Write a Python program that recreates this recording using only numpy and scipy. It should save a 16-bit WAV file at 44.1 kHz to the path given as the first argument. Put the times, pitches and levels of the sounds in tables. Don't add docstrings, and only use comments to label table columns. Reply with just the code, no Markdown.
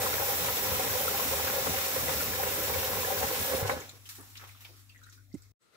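import sys
import numpy as np
from scipy import signal
from scipy.fft import rfft, irfft
from scipy.io import wavfile
from scipy.ndimage import uniform_filter1d

SR = 44100
rng = np.random.default_rng(int(sys.argv[2]) if len(sys.argv) > 2 else 0)


def level_to_linear(level):
    exponent = np.asarray(level, float) / 20
    return 10 ** exponent


def generate_wav(sig):
    pcm = np.round(np.clip(np.atleast_2d(sig).T, -1, 1) * 32767).astype(np.int16)
    wavfile.write(sys.argv[1], SR, pcm)


N = 254016
T = np.arange(N) / SR
HZ = np.maximum(np.fft.rfftfreq(N, 1 / SR), 1)

# time in seconds, spray level in dB, drumming of the steel against it in dB.
FLOW = [(0.0, -39.5, 9), (0.14, -39.5, 1), (1.0, -39, 2.5), (2.08, -39.5, 1.5), (2.36, -40.5, 1),
        (2.63, -40, 3.5), (3.0, -40, 3), (3.3, -40.5, 5), (3.47, -39, 0.5), (3.54, -42.5, 12),
        (3.57, -41, -4), (3.61, -42.5, 7.5), (3.65, -49.5, 19.5), (3.68, -42, 3), (3.71, -44, 13.5),
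        (3.76, -49, 11.5), (3.98, -64.5, -14)]
# start in seconds, peak in dB, splash against it in dB.
SLUGS = [(0.057, -29.5, -7.5), (0.138, -26.5, -0.5), (0.202, -19.5, -11), (0.288, -26.5, -15),
         (0.321, -33, -25), (0.484, -28.5, -2), (0.648, -36, -13), (0.721, -25, -27), (0.754, -27.5, -15),
         (0.794, -26.5, -27), (0.85, -42, -19), (0.935, -31, -3), (0.959, -29.5, -27), (1.009, -28, -10),
         (1.05, -28, -7), (1.144, -29, -9), (1.195, -24, -11), (1.322, -26, -22), (1.379, -40, -13),
         (1.443, -40, -9), (1.472, -28, 0.5), (1.497, -29.5, 0), (1.532, -44, 1), (1.568, -27.5, -11),
         (1.668, -19.5, -9), (1.78, -28, -5), (1.824, -44.5, -14), (1.962, -24, -13.5), (2.089, -27, -2),
         (2.116, -27, -14), (2.28, -41, -8), (2.335, -44, -8), (2.392, -30, -19), (2.432, -20.5, -8),
         (2.469, -26, -11), (2.519, -50, -12), (2.634, -46, -13), (2.701, -20, -14.5), (2.753, -24, -12),
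         (2.83, -29.5, -5), (2.896, -29.5, -10), (2.975, -25, -21), (3.083, -37, -16), (3.123, -24, -10.5),
         (3.174, -39, -16), (3.207, -44, -17), (3.228, -19.5, -13), (3.311, -25, -24), (3.366, -42, -16),
         (3.483, -33.5, -11), (3.522, -23.5, -13), (3.578, -23, -27), (3.601, -33, -16), (3.628, -28, -9),
         (3.695, -21.5, 1), (3.716, -24.5, -8.5)]
# start in seconds, peak in
# dB, pitch in Hz.
PLOPS = [(0.064, -24, 1030), (1.333, -24, 547), (0.18, -31.5, 964), (0.223, -24.5, 807), (0.292, -26, 812),
         (0.331, -28, 790), (0.416, -34, 790), (0.446, -27.5, 815), (0.483, -26, 973), (0.539, -33.5, 1020),
         (0.619, -47, 770), (0.65, -31, 770), (0.732, -36, 880), (0.761, -45, 840), (0.799, -25, 762),
         (0.848, -35, 810), (1.583, -21, 530), (1.146, -26, 800), (1.197, -27, 1060), (1.312, -31, 810),
         (1.397, -27, 796), (1.481, -33, 774), (1.51, -40, 970), (1.542, -32, 840), (1.575, -32, 800),
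         (1.665, -24, 758), (1.739, -26.5, 770), (1.992, -31, 1166), (2.092, -28, 760), (2.206, -28, 1390),
         (2.264, -37, 804), (2.397, -25, 801), (2.429, -26.5, 755), (2.571, -36, 1010), (2.678, -40, 820),
         (2.707, -32.5, 950), (2.869, -39, 880), (2.895, -55, 754), (2.934, -30, 1030), (3.033, -31, 1005),
         (3.073, -29, 770), (3.104, -22.5, 780), (3.164, -32, 1020), (3.211, -31, 746), (3.237, -22.5, 812),
         (3.339, -37, 780), (3.531, -33, 800), (3.591, -31, 745), (3.632, -45, 720), (3.693, -34, 783)]
# start in seconds, peak in dB, pitch in Hz, T60 in
# seconds.
HAMMER = [
    (3.626, -29.5, 101, 0.3),
    (3.627, -34.5, 140, 0.087),
    (3.534, -23.5, 530, .12),
    (3.546, -23, 450, 0.035),
    (3.694, -22.5, 545, 0.053),
    (3.735, -25, 577, 0.059),
]
# start in seconds, peak in dB, pitch in Hz.
RINGS = [(0.057, -25, 515), (0.136, -34, 526), (0.203, -28, 556), (0.29, -33, 484), (0.32, -28, 558),
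         (0.484, -26, 533), (0.721, -24, 509), (0.794, -35.5, 540), (0.851, -28.5, 460), (0.959, -24, 501),
         (1.009, -31.5, 576), (1.05, -31.5, 452), (1.143, -39, 515), (1.323, -36.5, 526),
         (1.379, -36.5, 471), (1.442, -44, 560), (1.471, -31, 537), (1.532, -35, 584),
         (1.567, -28.5, 542.6), (1.668, -36, 460), (1.78, -36.5, 555), (1.962, -28.5, 535),
         (2.089, -24, 516.4), (2.116, -31, 528), (2.335, -42, 495), (2.392, -26, 521), (2.432, -33, 544),
         (2.47, -37, 526), (2.52, -31.5, 403), (2.634, -35, 547), (2.753, -25, 517), (2.831, -32, 532),
         (2.896, -28, 531), (2.975, -23.5, 518), (3.123, -28.5, 571), (3.228, -34, 565), (3.366, -38, 400),
         (3.483, -30, 534)]
# start in seconds, peak in dB, pitch in Hz.
TICKS = [(0.059, -30, 1250), (0.13, -29, 1380), (0.182, -28, 1650), (0.2299, -32, 1520),
         (0.465, -29.5, 2340), (0.602, -41, 1980), (0.7576, -32, 1280), (0.8215, -33, 1380),
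         (0.8749, -33.5, 1700), (0.9015, -30.5, 1550), (1.0803, -24, 1350), (1.3548, -35, 2400),
         (1.4296, -35, 2150), (1.481, -29, 1610), (1.6681, -31, 1290), (1.9719, -39, 1980),
         (2.0817, -28.5, 2000), (2.2787, -33, 2060), (2.3347, -31, 1710), (2.5296, -37, 2090),
         (2.577, -36, 1990), (2.7402, -29, 2260), (2.9866, -41, 2290), (3.0467, -29.5, 1710),
         (3.1752, -33, 1580), (3.234, -36, 1670), (3.3355, -38, 2000)]
# start in seconds, peak in dB, pitch in Hz.
THUDS = [(0.041, -43.5, 217), (0.323, -47, 140), (0.409, -40.5, 172.5), (0.659, -43.5, 306), (1, -43, 218),
         (1.481, -47, 177), (1.662, -52, 286), (1.788, -49, 201), (2.088, -39, 159), (2.583, -40, 322),
         (2.707, -47.5, 256), (3.299, -36, 326), (3.418, -46.5, 275), (3.516, -41, 294), (3.586, -45, 266),
         (3.729, -42, 257)]
# pitch in Hz, width in Hz, level in dB.
BOWL_MODES = [(399, 14.7, -2), (453.5, 21, -1.5), (509.4, 27.6, 2.5), (560, 22.4, 0), (606, 30, -8.5),
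              (760, 19.6, -3.5), (825.4, 44, -6.5), (951, 33, -9.5), (1020, 47, -6.5), (1362, 61, -13.5),
              (1501, 50, -11.5), (1687, 17, -5), (1960, 11, -6), (2157, 69, -17)]
# pitch in Hz, width in Hz, level in dB.
COUNTER_MODES = [(80, 16.2, 0.5), (99.2, 26.2, 1), (116.7, 47.5, -4.5), (183, 52, -6), (250, 188, -11.5)]
# time in seconds, level in dB.
SURGES = [(0.076, -55), (0.198, -31), (0.309, -37), (0.416, -46.5), (0.575, -47), (0.575, -41.5),
          (0.707, -38), (0.707, -38.5), (0.787, -56), (0.893, -51.5), (0.972, -48), (1.067, -39.5),
          (1.219, -40), (1.27, -51), (1.428, -61), (1.429, -44), (1.491, -41.5), (1.676, -35), (1.676, -32),
          (1.76, -69), (1.824, -43.5), (2.02, -34), (2.161, -33), (2.299, -41), (2.426, -39), (2.585, -45),
          (2.692, -40), (2.769, -30.5), (2.901, -40), (2.96, -39), (3.084, -33), (3.213, -31),
          (3.39, -32.5), (3.527, -31)]
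# frequency in Hz, density in dB per Hz.
SPRAY_COLOUR = [(150, -16), (300, -4.5), (700, -2.5), (1500, -3.5), (2500, -2), (3500, -3), (4600, -4),
                (5600, -3), (8000, -7.5), (9000, -7.5), (11000, -8.5), (17000, -12.5)]
# frequency in Hz, density in dB per Hz.
AERATOR_COLOUR = [(6000, -11), (9000, -6), (10500, -7), (12000, -2.5), (13200, 0), (14300, -0.5),
                  (15500, 1.5), (17000, -8.5)]
# frequency in Hz, width in Hz, level of the removed part in dB.
BOWL_NODE = (345, 35, -3)
# time in seconds, pitch in Hz.
HUM_PITCH = [(0, 100.2), (5.52, 99.65)]
# frequency in Hz, density in dB per Hz.
RUMBLE_COLOUR = [(15, -52), (25, -5), (48, -18), (102, -1.5), (125, -14), (198, -26), (254, -9.5),
                 (300, -16.5), (390, -55), (660, -120)]
# time in seconds, fizz level in dB.
FILM = [(3.75, -68), (3.9, -71), (4.0, -58.5), (4.2, -57.5), (4.47, -58.5), (4.65, -61), (5.05, -65.5),
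        (5.2, -68.5), (5.52, -72)]
# frequency in Hz, density in dB per Hz.
FIZZ_COLOUR = [(850, -8), (1350, -14), (1750, -29), (2150, -11), (2850, -19), (3800, -6), (8070, -4.5),
               (15200, -5), (15900, -6), (16500, -38.5)]
# frequency in Hz, density in dB per Hz.
PLUGHOLE_COLOUR = [(82, 0), (140, 4), (177, -28), (257, -3), (382, -3), (494, -6.5), (1800, -14),
                   (2340, -48), (3960, -120)]
# start in seconds, level in dB.
GULPS = [
    (3.758, -41.5),
    (3.93, -65),
    (4.04, -83),
    (4.182, -57),
    (4.42, -60.5),
    (4.69, -67),
]
# frequency in Hz, width in Hz, level of the removed part in dB.
TRAP_BANDS = [(885, 320, -1), (2900, 680, -5)]
# start in seconds, peak in dB, pitch in Hz, width as a share of the pitch.
DRIPS = [(3.694, -29, 1994, 0.4), (3.712, -31, 4000, 0.17), (3.801, -35, 6800, 0.2),
         (3.815, -40, 2200, 0.18), (3.892, -37, 3950, 0.2), (3.893, -40, 7000, .13),
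         (4.056, -42, 3060, .098), (4.181, -45, 345, 0.68), (4.183, -65, 169, 0.69),
         (4.186, -51, 1182, 0.14), (4.209, -40, 9600, 0.24), (4.354, -39, 2765, 0.44),
         (4.37, -37, 4070, 0.32), (4.373, -38, 5230, 0.63), (4.396, -43, 1960, .95),
         (4.412, -42, 1395, 0.96), (4.44, -43, 2560, 0.8), (4.427, -41.5, 998, 0.96),
         (4.489, -44, 2290, 0.31), (4.647, -40, 3280, 0.27), (4.648, -42, 2420, 0.24),
         (4.65, -44, 4940, 0.33), (4.548, -52, 1320, .3), (4.651, -53.5, 897, 0.37),
         (4.897, -47, 2690, .08), (4.893, -50, 4630, .12), (4.947, -49, 1910, 0.15), (4.96, -50, 1930, .12),
         (4.896, -52, 3250, .08), (4.977, -53, 6470, .15), (4.99, -56, 1750, .3), (5.03, -48.5, 1480, 0.11),
         (5.035, -48, 6500, .6), (5.096, -66, 1920, .5), (5.1, -59, 5300, 0.18), (5.315, -58, 2070, 0.046),
         (5.326, -52, 5070, 0.35), (5.348, -53, 2100, 0.038), (5.37, -65, 1390, .15),
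         (5.406, -60, 1400, .1), (5.44, -63, 2170, .04), (5.421, -54, 4670, .2), (5.015, -51, 1470, 0.1),
         (5.035, -48, 4000, .06), (5.064, -46.5, 1497, 0.097), (5.068, -53, 1870, 0.11),
         (5.097, -47, 6560, 0.4), (5.177, -51, 1510, 0.11), (5.118, -56, 3940, .15),
         (5.14, -63, 3900, 0.11), (5.421, -49, 7700, 0.34)]
# start in seconds, level in dB, pitch in Hz, T60 in seconds, swell in seconds.
BUMPS = [
    (5.3403, 6.5, 232, .015, .03),
    (5.3484, -7, 298, .022, .014),
    (5.360, -40, 100, .12, .002),
    (5.366, -58, 330, .08, .004),
    (5.349, -47, 540, .04, .002),
    (5.3435, -36, 150, .04, .002),
]
# frequency in Hz, density in dB per Hz.
NEXT_ROOM_COLOUR = [(35, -46), (60, -12), (240, -14), (350, -7.5), (464, -8), (559, -33), (815, -15),
                    (983, -18.5), (1380, -8), (1500, -19), (4320, -20), (14300, -32), (16500, -38)]
# frequency in Hz, width in Hz, depth from 0 to 1.
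ECHO_DIPS = [(2845, 103, 0.41), (3230, 56, 1), (4490, 150, 0.4), (5050, 130, 0.32), (6260, 160, 0.5),
             (6800, 59, 0), (8440, 91, 0.4), (8670, 760, 0.31), (9120, 190, 1), (9640, 116, 0.97),
             (10320, 370, 0.33)]
# frequency in Hz, likeness from 0 to 1.
LIKENESS = [(25, 0.95), (60, 0.9), (250, 0.74), (640, 0.83), (1400, 0.18), (2800, 0.19), (8000, 0),
            (16000, 0)]
# frequency in Hz, left minus right in dB.
BALANCE = [(35, -2), (60, -9), (110, 11.5), (200, -1.5), (380, -2), (700, 2), (1290, -1.5), (2380, -0.5),
           (4400, 1), (8120, 0.5), (15000, -0.5)]

VALVE_S, VALVE_RAMP_S, VALVE_DB = 3.62, 0.0295, -8
CUT_S, TAIL_S, TAIL_DB = 5.5185, 0.018, -26


def unit(x):
    return x / np.sqrt(np.mean(x ** 2))


def curve(table, quiet_db=-200):
    s, first, *rest = np.transpose(table)
    level = np.interp(T, s, first, quiet_db, quiet_db)
    return [level] + [np.interp(T, s, column) for column in rest]


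def on_hz(points):
    f, value = np.transpose(points)
    return np.interp(np.log(HZ), np.log(f), value)


def ring(x, modes):
    gain = 0
    for k, (f, width, db) in enumerate(modes):
        damping = 1j * width * HZ
        gain = gain + (-1) ** k * level_to_linear(db) * damping / (f ** 2 - HZ ** 2 + damping)
    return irfft(rfft(x) * gain, N)


def walk(rate, spread_db):
    hold = int(SR / 32 / rate)
    steps = np.repeat(rng.standard_normal(N // 32 // hold + 2), hold)
    db = 1.43 * spread_db * uniform_filter1d(uniform_filter1d(steps, hold), hold)
    return np.interp(T, np.arange(len(db)) * 32 / SR, level_to_linear(db))


def patter(rate, spread_db, tail_s):
    landed = rng.random(N) < rate / SR
    hits = landed * level_to_linear(2 * spread_db * rng.exponential(size=N))
    power = signal.lfilter([1], [1, -np.exp(-1 / (tail_s * SR))], hits)
    return unit(np.sqrt(power + 1e-9))


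def hiss(points, gate, flicker_db, rate):
    spec = rfft(gate * rng.standard_normal((2, N))) * level_to_linear(on_hz(points))
    lowest, highest = np.log2(points[0][0]), np.log2(points[-1][0])
    out = 0
    for centre in np.arange(lowest, highest + 1 / 2, 1 / 2):
        share = np.clip(1 - 2 * np.abs(np.log2(HZ) - centre), 0, 1)
        out = out + walk(rate, flicker_db) * irfft(spec * share, N)
    return unit(out)


def burst(s, t60, rise_s):
    i = int(s * SR)
    t = np.arange(min(int(t60 * SR) + 99, N - i)) / SR
    decay = np.exp(-np.log(1000) * t / max(t60, .005))
    return i, t, (1 - np.exp(-t / rise_s)) * decay


def drummed_bowl():
    beat = patter(rate=440.0, spread_db=1.94, tail_s=0.0042)
    bowl = unit(ring(beat * rng.standard_normal((2, N)), BOWL_MODES))
    return unit(bowl / (uniform_filter1d(bowl ** 2, size=900) + .1) ** 0.19)


def counter_boom():
    shake = level_to_linear(-48.5)
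    for s, db in SURGES:
        shake = shake + level_to_linear(db - 16.5) * np.exp(-((T - s - 0.021) / 0.025) ** 2)
    shake = shake * level_to_linear(-250 * np.maximum(T - 3.77, 0))
    boom = unit(ring(walk(17.0, spread_db=5.5) * rng.standard_normal((2, N)), COUNTER_MODES))
    boom = unit(boom / np.sqrt(uniform_filter1d(boom ** 2, size=1800) + 0.091))
    return shake * boom * walk(12., spread_db=1.)


def spray_and_aerator():
    closing = np.clip((T - VALVE_S) / VALVE_RAMP_S, 0, 1)
    aerator_db = 1 - 0.5 * T + VALVE_DB * closing
    drops = patter(rate=2000.0, spread_db=2.0, tail_s=0.0081)
    bubbles = patter(rate=3600.0, spread_db=-0.5, tail_s=0.0011)
    spray = hiss(SPRAY_COLOUR, drops, flicker_db=0.43, rate=14.)
    return spray + level_to_linear(aerator_db) * hiss(AERATOR_COLOUR, bubbles, flicker_db=0.8, rate=18.0)


def slugs():
    blow, splash = np.zeros((2, 2, N))
    sides = rng.choice([-1, 1], len(SLUGS))
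    for (s, db, splash_db), side in zip(SLUGS, sides):
        i, t, env = burst(s, .04, .0015)
        blow[:, max(i - 260, 0)] = level_to_linear(db) * np.array([1, side])
        splash[:, i:i + len(t)] += level_to_linear(db + splash_db) * env
    thud = ring(blow, [mode for mode in BOWL_MODES if mode[0] < 1200])
    spatter = ring(splash * rng.standard_normal((2, N)), [(1480, 1380, 3.5), (2200, 1400, 0.5)])
    return level_to_linear(36) * thud + level_to_linear(10.5) * spatter


def plops():
    out = np.zeros((2, N))
    rise_s = 0.001963
    rows = [(s, db - 2, hz, 0.066) for s, db, hz in PLOPS] + HAMMER
    for (s, db, hz, t60), side in zip(rows, rng.choice([-1, 1], len(rows))):
        i, t, env = burst(s - rise_s, t60, rise_s)
        tone = np.sin(2 * np.pi * hz * t) + 0.25 * np.sin(2 * np.pi * hz * 1.3 * t)
        out[:, i:i + len(t)] += level_to_linear(db) * env * tone * np.array([[1], [side]])
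    return out


def knocks():
    out = np.zeros((2, N))
    kinds = [(RINGS, -8, 0.12, 0.009045), (TICKS, -5, .035, .0008), (THUDS, -3, 0.13, .006)]
    for rows, trim_db, t60, rise_s in kinds:
        for k, (s, db, hz) in enumerate(rows):
            i, t, env = burst(max(s - rise_s, 0), t60, rise_s)
            tone = env / env.max() * np.sin(2 * np.pi * hz * t)
            out[:, i:i + len(t)] += level_to_linear(db + trim_db) * tone * np.array([[1], [(-1) ** k]])
    return out


def tap():
    spray_db, drum_db = curve(FLOW)
    out = level_to_linear(spray_db + drum_db - 4.5) * drummed_bowl() + counter_boom()
    out = out + level_to_linear(spray_db + 3.5) * spray_and_aerator()
    out = out + slugs() + plops() + knocks()
    return out - ring(out, [BOWL_NODE])


def kitchen():
    s, hz = np.transpose(HUM_PITCH)
    phase = 2 * np.pi * np.cumsum(np.interp(T, s, hz)) / SR
    tone = np.sin(phase) + level_to_linear(-30.5) * np.sin(2 * phase) + level_to_linear(-14.0) * np.sin(phase / 2)
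    hum = level_to_linear(-61.5) * walk(23.0, spread_db=1.5) * np.sqrt(2) * tone
    rumble = level_to_linear(-72.5) * hiss(RUMBLE_COLOUR, 1, flicker_db=-2.0, rate=6.2)
    return hum * np.array([[1], [.15]]) + rumble


def draining_film():
    fizz_db, = curve(FILM)
    beads = patter(rate=900.0, spread_db=4.0, tail_s=0.021)
    fizz = hiss(FIZZ_COLOUR, beads, flicker_db=-1.5, rate=6.8)
    trickle_colour = [(1200, -4.5), (2400, -1.5), (4000, -3.0), (6000, -4.0), (9000, -24)]
    trickle = hiss(trickle_colour, beads, flicker_db=1.5, rate=20.0)
    rustle = hiss(PLUGHOLE_COLOUR, 1, flicker_db=5.0, rate=11.0)
    gulp = level_to_linear(-71.5 - 3 * (T - VALVE_S))
    for s, db in GULPS:
        i, t, env = burst(s, 0.33, 0.0019)
        gulp[i:i + len(t)] += level_to_linear(db) * env
    runoff = np.zeros(N)
    for s, db, hz, share in DRIPS:
        if 1500 < hz < 8000:
            i, t, env = burst(s, 0.4, 0.0043)
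            runoff[i:i + len(t)] += level_to_linear(db - 29) * env
    out = level_to_linear(fizz_db + 0.5) * (fizz + level_to_linear(-5) * trickle)
    out = out + runoff * trickle + gulp * rustle * (T > 3.75)
    trap_full = np.clip((T - 4.95) / 0.2, 0, 1)
    return out - trap_full * sum(ring(out, [band]) for band in TRAP_BANDS)


def drips():
    out = np.zeros((2, N))
    ragged = patter(rate=900, spread_db=1.6, tail_s=.002)
    for s, db, hz, share in DRIPS:
        t60 = min(0.19 * (1000 / hz) ** 0.55, .3)
        rise_s = 0.0012 * min(1000 / hz, .7) ** 2
        i, t, env = burst(s, t60, rise_s)
        pole = np.exp(2j * np.pi * hz / SR - np.pi * np.clip(share, .01, 1.5) * hz / SR)
        resonator = np.poly([pole, pole.conj()] * 2).real
        cavity = signal.lfilter([1, 0, -1], resonator, rng.standard_normal((2, 16000)))
        drip = unit(env * ragged[i:i + len(t)] * cavity[:, -len(t):])
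        out[:, i:i + len(t)] += level_to_linear(db - 10.0) * drip * np.sqrt(np.mean(env ** 2))
        tick = np.diff(rng.standard_normal((2, 16000)))[:, :len(t)]
        out[:, i:i + len(t)] += level_to_linear(db - 15.5) * np.exp(-t / 0.0032) * tick
    return out


def thumb():
    out = np.zeros(N)
    for s, db, hz, t60, swell_s in BUMPS:
        i, t, env = burst(s, t60, .003)
        swell = 1 - np.exp(-t / swell_s)
        out[i:i + len(t)] += level_to_linear(db) * env * swell * np.sin(2 * np.pi * hz * t)
    after = T - BUMPS[0][0] - .0015
    contact = rng.standard_normal(N) * np.exp(-np.abs(after) / 0.012) * (after > 0)
    click = ring(contact, [(696, 310, 7), (4200, 1200, 0), (7700, 2000, 4)])
    return (out + level_to_linear(-51) * click) * level_to_linear(np.array([[-5.], [3.]]))


def next_room():
    start_s = 5.588
    fade = np.clip((T - start_s) / 0.035, 0, 1) ** 2 * level_to_linear(-76.5 + 9.5 * (T - start_s))
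    swell = level_to_linear(10 * np.clip((T - 5.715) / .035, 0, 1))
    pipe_modes = [(450, 130, -3.0), (614, 140, -4), (1380, 160, -7.5), (2100, 200, -8), (4000, 500, -12)]
    pipe = unit(ring(rng.standard_normal((2, N)), pipe_modes))
    whistle = unit(ring(rng.standard_normal((2, N)), [(7800, 150, 0)]))
    whistle = whistle * np.exp(-np.abs(T - 5.61) / .04)
    air = hiss(NEXT_ROOM_COLOUR, 1, flicker_db=1.0, rate=16)
    mix = level_to_linear(2.0) * air * np.sqrt(swell) + level_to_linear(-4.5) * swell * pipe + level_to_linear(-1) * whistle
    return fade * mix * level_to_linear(np.array([[2.5], [-2.5]]))


def tiles(pair):
    t60 = 0.1
    t = T[:int(t60 * SR)]
    echo = rng.standard_normal(len(t)) * np.exp(-np.log(1000) * t / t60)
    echo = level_to_linear(-13) * rfft(echo / np.sqrt(np.sum(echo ** 2)), N)
    echo = echo * HZ ** 2 / (HZ ** 2 + 400.0 ** 2)
    hz, s, cells = signal.stft(irfft(rfft(pair) * (1 + echo), N), SR, nperseg=1024)
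    gain = 1
    for f, width, dip in ECHO_DIPS:
        smooth = int(SR / 512 / 16.)
        slide, wander = 1.7 * uniform_filter1d(rng.standard_normal((2, len(s))), smooth)
        depth = np.clip(dip * (1 + 0.9 * wander), 0, .92)
        offset = hz[:, None] - f * (1 + 0.012 * slide)
        gain = gain * (1 - depth / (1 + (2 * offset / width) ** 2))
    return signal.istft(cells * gain, SR, nperseg=1024)[1][:, :N]


def ports(pair):
    like = np.clip(on_hz(LIKENESS), 0, .99)
    common, apart = rfft(pair)
    mid = common * np.sqrt((1 + like) / 2)
    side = apart * np.sqrt((1 - like) / 2)
    lean = level_to_linear(on_hz(BALANCE) / 2)
    lag = np.exp(-2j * np.pi * HZ * 3.98 / SR - 1j * 0.43)
    return level_to_linear(2.5) * irfft([(mid + side) * lean * lag, (mid - side) / lean], N)


def scene():
    gate = np.where(T < CUT_S, 1, level_to_linear(TAIL_DB) * (T < CUT_S + TAIL_S))
    water = tap() + draining_film() + drips()
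    first_room = ports(tiles(water) + kitchen()) + thumb()
    return first_room * gate + level_to_linear(4.0) * next_room()


def band_limit(x):
    return signal.sosfilt(signal.butter(12, 17060, fs=SR, output="sos"), x)


def record(dry):
    x = signal.sosfilt(signal.butter(2, 35., "high", fs=SR, output="sos"), dry)
    x = signal.sosfilt(signal.ellip(20, .3, 130, 15720, fs=SR, output="sos"), x)
    return band_limit(x)


dry = scene()
out = record(dry)
generate_wav(out)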